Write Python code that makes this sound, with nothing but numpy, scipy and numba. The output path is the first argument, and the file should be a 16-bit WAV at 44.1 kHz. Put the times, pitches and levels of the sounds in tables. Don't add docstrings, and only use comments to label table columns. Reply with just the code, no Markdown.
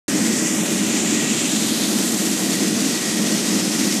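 import sys
import numpy as np
from scipy import signal
from scipy.fft import rfft, irfft
from scipy.io import wavfile
from numba import njit

SR = 44100
rng = np.random.default_rng(int(sys.argv[2]) if len(sys.argv) > 2 else 0)


def dump(signal):
    limited = np.clip(np.atleast_2d(signal).T, -1, 1)
    pcm = np.round(limited * 32767).astype(np.int16)
    wavfile.write(sys.argv[1], SR, pcm)


N = 176400

# pitch_hz, relative_db
HALL_SPECTRUM = [(25, -61), (60, -41), (80, -37), (105, -21), (150, -10.5), (200, -2.5), (300, -7),
                 (400, -9), (520, -14.5), (680, -16.5), (900, -22), (1400, -26), (3000, -33)]
# middle_s, length_s, pitch_hz, loudest_db
SQUEAK_NOTES = [(2.44, .09, 4630, -42), (2.56, .14, 4455, -40), (2.82, .19, 4615, -41),
                (2.95, .16, 4448, -38.5)]
# pitch_hz, level_db, waver_share
DRIVE_TONES = [(114.2, -50, .25), (197.3, -36.5, .35), (208, -33.5, .22), (216, -36, .35),
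               (228.5, -32.7, .3), (268.5, -38.5, .35), (311, -31.8, .2), (321, -35, .2), (331, -43, .3),
               (342.6, -43, .25), (582.8, -46.5, .3), (748, -53, .6), (1264, -56, .5), (2528, -50, .4),
               (4446, -54.5, .5)]
# pitch_hz, level_db, waver_share
GEAR_TONES = [(1896, -45, .38), (1934.3, -49.5, .6)]
# time_s, relative_db
WHINE_SWELL = [(.12, 3), (.45, 3), (.56, 6), (.68, -2), (1.05, -1), (1.17, 7), (1.45, -6.5), (2.1, -4.5),
               (2.3, -1.5), (2.58, 5.5), (2.87, -1), (3.1, 6.5), (3.27, -1.5), (3.55, -3), (3.85, 2),
               (4, -1)]
# pitch_hz, width_hz, level_db
DRUM_RESONANCES = [(185, 15, -36), (206.8, 23.4, -33), (231, 27, -35), (263.6, 21.3, -32.5),
                   (298, 18, -36.5), (361.5, 7.2, -41.5)]
# time_s, relative_db
RUMBLE_SWELL = [(.15, 1), (.38, 0), (.47, -2), (.69, 2), (.9, -1), (1.3, -1), (1.42, -2.5), (1.66, -1.5),
                (2.35, -0.9), (2.5, -0.6), (2.72, 1), (3.03, -3.5), (3.28, 1), (3.46, -2.5), (3.55, .6),
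                (3.8, -0.5), (4, -2)]
# pitch_hz, relative_db
SPRAY_SPECTRUM = [(300, -31), (800, -12), (1300, -8.5), (2000, -5), (2800, -4), (4500, -3.5), (6000, 0),
                  (7400, 0), (8500, -3.5), (10000, -9.5), (12000, -16), (14000, -17)]
# time_s, pitch_hz, gain_db
HISS_PEAK = [(.1, 1620, 5.5), (.8, 2260, -3.5), (1.2, 2800, 3), (1.42, 3020, 3.5), (1.6, 3900, 5),
             (1.82, 3960, 5), (2.15, 4200, 1.5), (2.85, 5250, 3), (3.3, 5100, 3), (4, 5170, 5)]
# time_s, pitch_hz, gain_db
HISS_DIP = [(.1, 3900, -3), (.35, 3900, -2.5), (.44, 3900, -8), (.53, 4220, -9), (.61, 4750, -13),
            (.69, 4840, -4), (1.3, 5430, -3.5), (1.55, 5300, -2.5)]
# time_s, pitch_hz, gain_db
HISS_SIZZLE = [(.1, 8040, 1), (.3, 7900, 2), (.47, 7260, 5.5), (.68, 7360, 0), (.88, 6800, 1.5),
               (1.1, 7240, 5.5), (1.48, 7460, 4), (1.62, 6950, 1.5), (1.78, 7700, -3), (2.07, 7650, 2),
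               (2.3, 7400, 1), (2.8, 7400, -0.7), (4, 7360, -1)]
# time_s, gain_db
LOW_HISS_GAIN = [(.4, 0), (.8, 5.5), (1.45, 1), (1.7, -2.5), (2, -2.5), (2.4, 0), (4, 0.8)]
# time_s, gain_db
TREBLE_GAIN = [(.1, 0), (.45, -2.5), (.72, 2.5), (.97, -8), (1.38, -6), (1.57, 2.5), (2.05, 5.5),
               (2.45, 4.5), (2.7, 1), (3.3, 0), (4, 3)]


def undb(db):
    return 10 ** (np.asarray(db) / 20)


def level(x, db):
    return x * undb(db) / np.sqrt(np.mean(x ** 2))


def curves(table):
    times, *columns = np.array(table, float).T
    return [np.interp(np.arange(N) / SR, times, column) for column in columns]


def swell(table):
    db = curves(table)[0]
    return db - db.mean()


def colour(x, spectrum):
    hz, db = np.array(spectrum, float).T
    bin_hz = np.maximum(np.fft.rfftfreq(N, 1 / SR), 1)
    gain_db = np.interp(np.log(bin_hz), np.log(hz), db)
    return irfft(rfft(x) * undb(gain_db), N)


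def wobble(rate_hz):
    bin_hz = np.fft.rfftfreq(N, 1 / SR)
    keep_slow = np.exp(-(bin_hz / rate_hz) ** 2) * (bin_hz > 0)
    return level(irfft(rfft(rng.standard_normal(N)) * keep_slow, N), 0)


@njit
def moving_band(x, hz, width_hz):
    out, band_state, low_state = np.empty(len(x)), 0., 0.
    for i in range(len(x)):
        tuning, damping = np.tan(np.pi * hz[i] / SR), width_hz[i] / hz[i]
        passed = (band_state + tuning * (x[i] - low_state)) / (1 + tuning * (tuning + damping))
        band_state = 2 * passed - band_state
        low_state += 2 * tuning * passed
        out[i] = damping * passed
    return out


def band(x, hz, width_hz):
    return moving_band(x, hz * np.ones(N), width_hz * np.ones(N))


def bell(x, hz, width_hz, db):
    return x + (undb(db) - 1) * band(x, hz, width_hz)


def ring(hz, width_hz):
    wider_hz = width_hz * np.pi / 2
    return band(band(rng.standard_normal(N), hz, wider_hz), hz, wider_hz)


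def tones(table, clock):
    out = 0
    for hz, db, waver in table:
        phase = 2 * np.pi * (hz * clock + rng.random())
        tone = (1 + waver * wobble(5.4)) * np.sin(phase)
        tone += waver * wobble(5.4) * np.cos(phase)
        out += level(tone, db)
    return out


def hall_roar():
    roar = colour(rng.standard_normal(N), HALL_SPECTRUM)
    return level(roar * undb(1.13 * wobble(28)), db=-26)


def squeaks():
    t, out = np.arange(N) / SR, 0
    for middle_s, length_s, hz, db in SQUEAK_NOTES:
        arch = np.cos(np.pi * np.clip((t - middle_s) / length_s, -.5, .5))
        wavering_hz = hz + 8.7 * wobble(30)
        phase = 2 * np.pi * np.cumsum(wavering_hz) / SR
        out += arch * level(np.sin(phase), db)
    return out


def drive(shaft_hz=20.1):
    clock = np.cumsum(1 + 0.00086 * wobble(5.1)) / SR
    throb = 1 + 0.64 * np.sin(2 * np.pi * shaft_hz * clock)
    teeth = tones(GEAR_TONES, clock)
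    gear_case = level(ring(hz=1940, width_hz=93) * throb, db=-45.5)
    whine = (teeth + gear_case) * undb(swell(WHINE_SWELL))
    return tones(DRIVE_TONES, clock) + whine


def drum():
    return sum(level(ring(hz, width_hz), db) for hz, width_hz, db in DRUM_RESONANCES)


def spray(drops_per_s=3000):
    mist = rng.standard_normal(N)
    size_db = 3.5 * np.minimum(rng.exponential(size=N), 5)
    clicks = undb(size_db) * rng.choice([-1, 1], N)
    drop_lands = rng.random(N) < drops_per_s / SR
    drops = level(clicks * drop_lands, 0)
    hiss = colour(mist + 0.37 * drops, SPRAY_SPECTRUM)
    return level(hiss * undb(0.73 * wobble(29)), db=-24)


def move_along_spray(hiss, treble_hz=9900):
    peak_hz, peak_db = curves(HISS_PEAK)
    hiss = bell(hiss, peak_hz, width_hz=0.33 * peak_hz, db=peak_db)
    dip_hz, dip_db = curves(HISS_DIP)
    hiss = bell(hiss, dip_hz, width_hz=0.4 * dip_hz, db=dip_db)
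    sizzle_hz, sizzle_db = curves(HISS_SIZZLE)
    hiss = bell(hiss, sizzle_hz, width_hz=1400, db=sizzle_db)
    hiss = bell(hiss, hz=2420, width_hz=600, db=curves(LOW_HISS_GAIN)[0])
    treble = signal.sosfiltfilt(signal.butter(4, treble_hz, "high", fs=SR, output="sos"), hiss)
    return hiss + (undb(curves(TREBLE_GAIN)[0]) - 1) * treble


def scene():
    machine = hall_roar() + drum() + drive()
    machine = bell(machine, hz=245, width_hz=380, db=swell(RUMBLE_SWELL))
    mix = machine + move_along_spray(spray()) + squeaks()
    return np.array([mix, mix])


def record(dry, start_s=0.081, top_hz=13880):
    started = np.arange(N) / SR >= start_s
    steep_lowpass = signal.ellip(12, .1, 80, top_hz, fs=SR, output="sos")
    return signal.sosfilt(steep_lowpass, dry * started)


dry = scene()
out = record(dry)
dump(out)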